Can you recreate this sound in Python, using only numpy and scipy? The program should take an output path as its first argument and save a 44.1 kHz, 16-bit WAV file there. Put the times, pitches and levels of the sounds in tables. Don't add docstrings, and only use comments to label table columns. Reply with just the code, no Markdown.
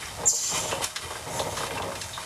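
import sys
import numpy as np
from scipy import signal
from scipy.fft import rfft, irfft, next_fast_len
from scipy.io import wavfile
from scipy.ndimage import uniform_filter1d, map_coordinates

SR = 44100
rng = np.random.default_rng(int(sys.argv[2]) if len(sys.argv) > 2 else 0)


def master(y):
    cut = np.clip(np.atleast_2d(y).T, -1, 1)
    pcm = np.round(cut * 32767)
    wavfile.write(sys.argv[1], SR, pcm.astype(np.int16))


N = 99225


def amp(db):
    return 10 ** (np.asarray(db) / 20)


def unit(x):
    return x / np.sqrt(np.mean(x ** 2) + 1e-20)


def along(points, hz):
    f, v = np.transpose(points)
    return np.interp(np.log(hz + 1), np.log(f + 1), v)


def clock():
    return np.arange(N) / SR


def level(rows):
    return amp(np.interp(clock(), *np.transpose(rows)))


def wobble(knots_per_s):
    knots = rng.standard_normal(400)
    return map_coordinates(knots, [clock() * knots_per_s], mode="wrap")


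def noise():
    return rng.standard_normal(N)


def filtered(x, response):
    m = next_fast_len(N + SR // 2)
    hz = np.fft.rfftfreq(m, 1 / SR)
    return irfft(rfft(x, m) * response(hz), m)[:N]


def coloured(x, spectrum):
    return unit(filtered(x, lambda hz: amp(along(spectrum, hz))))


def band(f, hz, width):
    return 1 / (1 + 1j * (f / hz - hz / (f + 1)) / width)


def body(modes, f):
    h = 0
    for k, (centre, width, db) in enumerate(modes):
        damping = 1j * f * width
        h = h + (-1) ** k * amp(db) * damping / (centre * centre - f * f + damping)
    return h / np.sqrt(np.mean(abs(h) ** 2))


def grains(per_s, spread_db):
    hits = rng.random(N) < per_s / SR
    return unit(hits * np.sign(noise()) * amp(spread_db * noise()))


def burst(start, attack_s, t60):
    age = np.maximum(clock() - start, 0)
    return (1 - np.exp(-age / attack_s)) * amp(-60 * age / t60)


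def swell(start, rise_s, fall_db_per_s):
    age = clock() - start
    return np.clip(age / rise_s, 0, 1) * amp(-fall_db_per_s * np.maximum(age - rise_s, 0))


def add(out, s, x):
    part = out[round(s * SR):][:len(x)]
    part += x[:len(part)]


def panels(x, share, latest):
    delays = rng.integers(latest // 10, latest, size=12)
    signs = rng.choice([-1, 1], size=12)
    copies = sum(s * np.roll(x, d) for d, s in zip(delays, signs)) / np.sqrt(len(delays))
    return (x + share * copies) / np.hypot(1, share)


# (frequency [Hz], t60 [s])
HALL_DECAY = [(150, 0.17), (1500, 0.094), (10000, 0.33)]


def room(x):
    hz, t, z = signal.stft(rng.standard_normal(SR // 2), SR, nperseg=256)
    decay = amp(-60 * t / along(HALL_DECAY, hz)[:, None])
    tail = signal.istft(z * decay, SR, nperseg=256)[1]
    late_tail = np.pad(tail, (300, 0))
    return signal.fftconvolve(x, late_tail / np.linalg.norm(tail))[:N]


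# (time [s], level [dB])
SHAKE_LEVEL = [(0.0, -58), (0.06, -44), (0.27, -41), (0.38, -47.5), (0.74, -40.5), (0.94, -57),
               (1.07, -45.5), (1.21, -47.5), (1.37, -38), (2.1, -44.5), (2.12, -40.5), (2.25, -55.5)]
# (time [s], level [dB])
DRIVE_BUMPS = [(0.243, -39), (1.046, -29), (1.44, -48), (2.124, -34.5)]
# (frequency [Hz], level [dB per Hz])
DRIVE_SPECTRUM = [(25, -28), (42, -22), (55, -2.5), (80, -1), (130, -0.5), (200, -10.5), (330, -28.5)]
# (frequency [Hz], level [dB per Hz])
DIN_SPECTRUM = [(15, -41), (25, 2), (87, 6), (140, -25), (278, -37), (616, 0), (781, 2), (1070, 0.5),
                (1330, 0), (2780, -9), (3440, -7), (4250, -6), (9410, -6), (11000, -14), (14000, -25)]


def motor(hum_hz=98.7, hum_db=-11, shake_db=-3, hall_db=-44, bump_hz=85):
    t = clock()
    waver = amp(3 * wobble(14))
    tone = np.sqrt(2) * np.sin(2 * np.pi * hum_hz * t + .5 * wobble(7.7))
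    hum = amp(hum_db) * level(SHAKE_LEVEL) * waver * tone
    shake = amp(shake_db) * level(SHAKE_LEVEL) * coloured(noise(), DRIVE_SPECTRUM)
    bumps = np.zeros(N)
    for s, db in DRIVE_BUMPS:
        bumps += amp(db) * burst(s, attack_s=0.01, t60=0.12) * np.sin(2 * np.pi * bump_hz * (t - s))
    din = panels(coloured(noise(), DIN_SPECTRUM), share=0.64, latest=500)
    return hum + shake + bumps + amp(hall_db + wobble(6.06)) * din


def ticks(tick_db=-50):
    taps = grains(per_s=45, spread_db=0.5)
    ring = filtered(taps, lambda f: body(RAIL_MODES + LATCH_MODES, f) * band(f, 3140, width=1.65))
    return amp(tick_db) * unit(ring)


# (time [s], level [dB])
RATTLE_LEVEL = [(0, -53), (.15, -47.5), (.24, -32.5), (.29, -43), (.47, -45), (.53, -34.5), (.68, -35),
                (.78, -34), (.83, -40), (.9, -56), (1.05, -48), (1.13, -42), (1.22, -45), (1.3, -34.5),
                (1.42, -33), (1.55, -37), (1.72, -38), (1.84, -34), (1.94, -36.5), (2, -49), (2.25, -49.5)]
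# (frequency [Hz], width [Hz], level [dB])
FRAME_MODES = [(154, 61, -3.5), (210.4, 51, 0), (263, 135, -4), (413.3, 41, -1.5), (471, 18.3, 4),
               (554.3, 24, 1.5), (616.3, 21.2, 4), (742, 74, -3), (839, 49, 0.5), (931.6, 24, 6.5),
               (1025, 134, -17), (1240, 140, -9), (1490, 11, -11), (1900, 670, -15)]


def chain():
    clusters = amp(2.0 * wobble(45.37))
    jolts = unit(grains(per_s=1300, spread_db=3) * clusters)
    return filtered(jolts * level(RATTLE_LEVEL), lambda f: body(FRAME_MODES, f))


# (time [s], level [dB], length [s])
SLIP_ARCHES = [(0.807, -44, 0.057), (1.287, -38, 0.17), (1.423, -43.5, 0.23), (1.91, -47, 0.31)]
# (frequency [Hz], level [dB per Hz])
SIZZLE_SPECTRUM = [(2500, -19), (4500, -18), (6400, 12.5), (8500, 1), (10900, 3.5), (12000, -7),
                   (14000, -12)]


def slips():
    arches = np.zeros(N)
    for s, db, length in SLIP_ARCHES:
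        arches += amp(db) * np.sin(np.pi * np.clip((clock() - s) / length, 0, 1))
    return arches * coloured(noise() + grains(per_s=2800, spread_db=4), SIZZLE_SPECTRUM)


# (time [s], level [dB])
SLIDE_LEVEL = [(0, -42.5), (.05, -42), (.15, -53), (.45, -39.5), (.56, -31.5), (.68, -42), (.78, -50),
               (.83, -33.5), (.92, -54), (1, -43), (1.13, -42), (1.26, -52.5), (1.37, -43.5), (1.51, -48),
               (1.6, -40), (1.74, -44.5), (1.89, -50.5), (1.96, -41.5), (2.08, -51), (2.25, -43.5)]
# (frequency [Hz], level [dB per Hz])
CARD_SPECTRUM = [(400, 2), (1100, 3), (1800, -1), (2800, 4.5), (3600, 2.5), (4800, 0.5), (6500, -3),
                 (8500, -3), (11000, -1.5), (12000, -11), (14000, -17)]
# (frequency [Hz], width [Hz], level [dB])
RAIL_MODES = [(1039, 48, 8.5), (1223, 50, 9.5), (1591, 54, 4), (1967, 47, 2), (2100, 57, 4.5),
              (2438, 56, 2.5), (2738, 29, -10), (3097, 36, 5.5), (3340, 210, -3), (3795, 250, -1),
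              (4510, 54, -1), (5200, 710, -10.5), (7100, 1100, -8.5)]


def cartons(rub_db=1.5, rail_db=-2):
    rub = coloured(unit(noise() + 1.2 * grains(per_s=920, spread_db=2.0)), CARD_SPECTRUM)
    rail_ticks = unit(filtered(grains(per_s=1500, spread_db=2.5), lambda f: body(RAIL_MODES, f)))
    unevenness = amp(2.14 * wobble(50.23))
    return (amp(rub_db) * rub + amp(rail_db) * rail_ticks) * level(SLIDE_LEVEL) * unevenness


# (time [s], level [dB], centre [Hz],
# width [share of centre], t60 [s], snap over that level [dB])
LATCH_CLICKS = [(0.023, -35.5, 2250, 0.22, 0.31, 8), (0.055, -28, 5840, 0.088, 0.031, 5),
                (0.71, -22.5, 2870, 0.11, 0.19, -13), (0.8403, -20.5, 6750, 0.83, 0.035, -6),
                (0.8456, -32, 4670, 1.75, 0.015, 13), (0.96, -26, 3620, 0.66, 0.076, 4),
                (1.393, -21, 3620, 0.12, 0.11, 5), (1.568, -35.5, 3950, 1.04, 0.29, 7),
                (1.665, -37.5, 3000, 2.1, .05, -4), (1.772, -28, 2550, 0.16, 0.08, -6),
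                (1.821, -26, 3330, 0.16, 0.044, 8), (1.952, -33, 3400, .9, 0.063, -4),
                (2.014, -29.5, 4400, 0.81, 0.06, 3), (2.037, -38, 4500, 0.72, 0.085, 2),
                (2.129, -29, 3720, 0.078, 0.26, 0), (2.227, -36, 1520, 0.23, 0.045, 5)]
# (frequency [Hz], width [Hz], level [dB])
LATCH_MODES = [(1000, 260, 0), (1710, 380, 5.5), (2697, 50, 4.5), (2930, 200, -5), (3660, 270, -2.5),
               (4060, 180, -1), (5240, 640, -1), (6800, 1200, -2), (10240, 2000, -4.5)]


def latches():
    out = np.zeros(N)
    for s, db, hz, width, t60, snap_db in LATCH_CLICKS:
        rattle = burst(s, attack_s=0.0015, t60=t60)
        snap = amp(snap_db) * burst(s, attack_s=.0001, t60=0.0028)
        strike = (rattle + snap) * np.sign(noise())
        out += amp(db) * filtered(strike, lambda f: band(f, hz, width))
    return amp(8.5) * filtered(out, lambda f: body(LATCH_MODES, f))


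def blow(response, chatter_db, t60):
    age = np.arange(2 * len(response) - 2) / SR
    chatter = rng.standard_normal(len(age)) * amp(-60 * age / t60)
    force = (age == 0) + amp(chatter_db) * chatter / np.linalg.norm(chatter)
    ring = irfft(rfft(force) * response)
    return ring / np.linalg.norm(ring) * np.sqrt(SR / 100)


# (time [s], frame thud level [dB], rail clack level [dB], clack centre [Hz])
LEVER_KNOCKS = [(.232, -34, -35, 940), (0.326, -27.5, -33.5, 900), (0.516, -39, -29, 950),
                (.545, -30, -27, 990), (0.623, -37.5, -41, 1160), (0.653, -32, -44, 900),
                (.724, -24.5, -28.5, 1160), (.803, -32.5, -36, 800), (.9618, -50, -34.5, 1500),
                (1.104, -36, -33, 1010), (1.154, -43.5, -34, 1450), (1.396, -24.5, -31, 920),
                (1.411, -33, -37, 860), (1.463, -31, -44, 590), (1.523, -34, -36, 880),
                (1.573, -41, -31, 1180), (1.605, -35.5, -33, 1130), (1.633, -31.5, -27.5, 1100),
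                (1.708, -34.5, -32, 1900), (1.772, -48, -32.5, 1220), (1.798, -33.5, -29, 830),
                (1.829, -34, -32, 990), (1.884, -36, -37, 880), (1.918, -43, -36, 1240),
                (2.177, -44.5, -30.5, 1190)]
THUD_HZ = 483
THUD_T60, CLACK_T60 = .07, .12


def levers(thud_chatter_db=-5, clack_chatter_db=0):
    f = np.fft.rfftfreq(8192, 1 / SR)
    frame, rails = body(FRAME_MODES, f), body(RAIL_MODES, f)
    thud_body = frame * band(f, THUD_HZ, width=0.64)
    clack_body = 2.5 + rails + 0.88 * frame
    out = np.zeros(N)
    for s, thud_db, clack_db, hz in LEVER_KNOCKS:
        add(out, s, amp(thud_db) * blow(thud_body, thud_chatter_db, THUD_T60))
        clack = blow(clack_body * band(f, hz, width=0.85) ** 2, clack_chatter_db, CLACK_T60)
        add(out, s, amp(clack_db) * clack)
    return out


VENT_S = .256
# (frequency [Hz], opening level [dB], lingering level [dB])
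PORT_MODES = [(6143, -26, 0), (6246, -26, 1), (6500, -16, -2), (6611, -7, -3), (6729, -6, -4),
              (6848, -3, -3), (6904, -10, -4), (7035, -8, -7), (7118, -11, -4), (7211, 1, -4),
              (7295, -5, -6), (7422, -1, -1), (7549, -3, -7)]
# (time [s], level [dB])
SHRIEK_LEVEL = [(.253, -90), (.258, -23), (.267, -23.5), (.279, -14.5), (.291, -18), (.305, -24),
                (.36, -34), (.5, -90)]


def whistle(open_db=-3, linger_db=-31, drift=0.65):
    opening = level(SHRIEK_LEVEL)
    lingering = swell(VENT_S + .025, rise_s=.025, fall_db_per_s=58)
    out = np.zeros(N)
    for hz, first_db, later_db in PORT_MODES:
        flutter = amp(4 * wobble(80))
        gain = amp(open_db + first_db) * opening + amp(linger_db + later_db) * flutter * lingering
        phase = 2 * np.pi * hz * clock() + drift * wobble(112.6) + wobble(15.2)
        out += gain * np.sin(phase)
    return out


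JET_HZ, WIDEST_HZ, WIDEN_S = 7100, 4120, .019


def widening(x, ragged_hz=280, patchy_db=0.2):
    hz, t, z = signal.stft(x, SR, nperseg=256)
    age = np.maximum(t - VENT_S - .01, 0)
    edge = WIDEST_HZ + (JET_HZ - WIDEST_HZ) * np.exp(-age / WIDEN_S)
    eddies = uniform_filter1d(rng.standard_normal(z.shape), size=3, axis=0)
    eddies = unit(uniform_filter1d(eddies, size=4, axis=1))
    passed = np.clip((hz[:, None] - edge + ragged_hz * eddies) / 900 + .5, 0, 1)
    return unit(signal.istft(z * passed * amp(patchy_db * eddies), SR, nperseg=256)[1][:N])


# (frequency [Hz], level [dB per Hz])
JET_SPECTRUM = [(2500, -35), (3900, -7.5), (4400, -8.5), (5300, -10), (6100, -4), (6900, -3.5), (7450, 1.5),
                (7750, -14), (9300, -17.5), (11000, -20.5), (12800, -24), (14000, -28)]
# (frequency [Hz], level [dB per Hz])
SPENT_SPECTRUM = [(1500, -21), (2500, -2), (3050, 4), (3200, 9), (3380, 3.5), (4200, -25), (5000, -16),
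                  (7300, -25), (7900, -2), (10800, -8), (13500, -34)]


def air(jet_db=-15.5, spent_db=-36, spent_lag_s=0.033, empty_s=0.62):
    pressure = swell(VENT_S + .012, rise_s=.025, fall_db_per_s=48)
    jet = amp(jet_db) * widening(coloured(noise(), JET_SPECTRUM)) * pressure
    spent_swell = swell(VENT_S + spent_lag_s, rise_s=0.13, fall_db_per_s=0)
    spent = amp(spent_db) * coloured(noise(), SPENT_SPECTRUM) * spent_swell
    gusts = amp(1.2 * wobble(108.4))
    supply = amp(-60 * np.maximum(clock() - empty_s, 0))
    return supply * (whistle() + panels((jet + spent) * gusts, share=0.35, latest=260))


def scene(room_db=-9):
    sliding = panels(cartons() + slips(), share=1.0, latest=400)
    parts = ticks() + chain() + sliding + latches() + levers()
    return (motor() + parts + amp(room_db) * room(parts) + air())[None]


LOW_CUT_HZ = 32
TOP_HZ = 14200


def record(dry, threshold_db=-24, release_db_per_s=28):
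    x, t = dry[0], clock()

    def follow(v):
        return signal.lfilter([1 / 600], [1, 1 / 600 - 1], v)

    over_db = np.maximum(10 * np.log10(follow(x ** 2) + 1e-12) - threshold_db, 0)
    held_db = np.maximum.accumulate(over_db + release_db_per_s * t) - release_db_per_s * t
    ducked = x * amp(-follow(held_db))
    return filtered(ducked, lambda hz: (hz < TOP_HZ) * np.minimum(hz / LOW_CUT_HZ, 1) ** 2)[None]


dry = scene()
out = record(dry)
master(out)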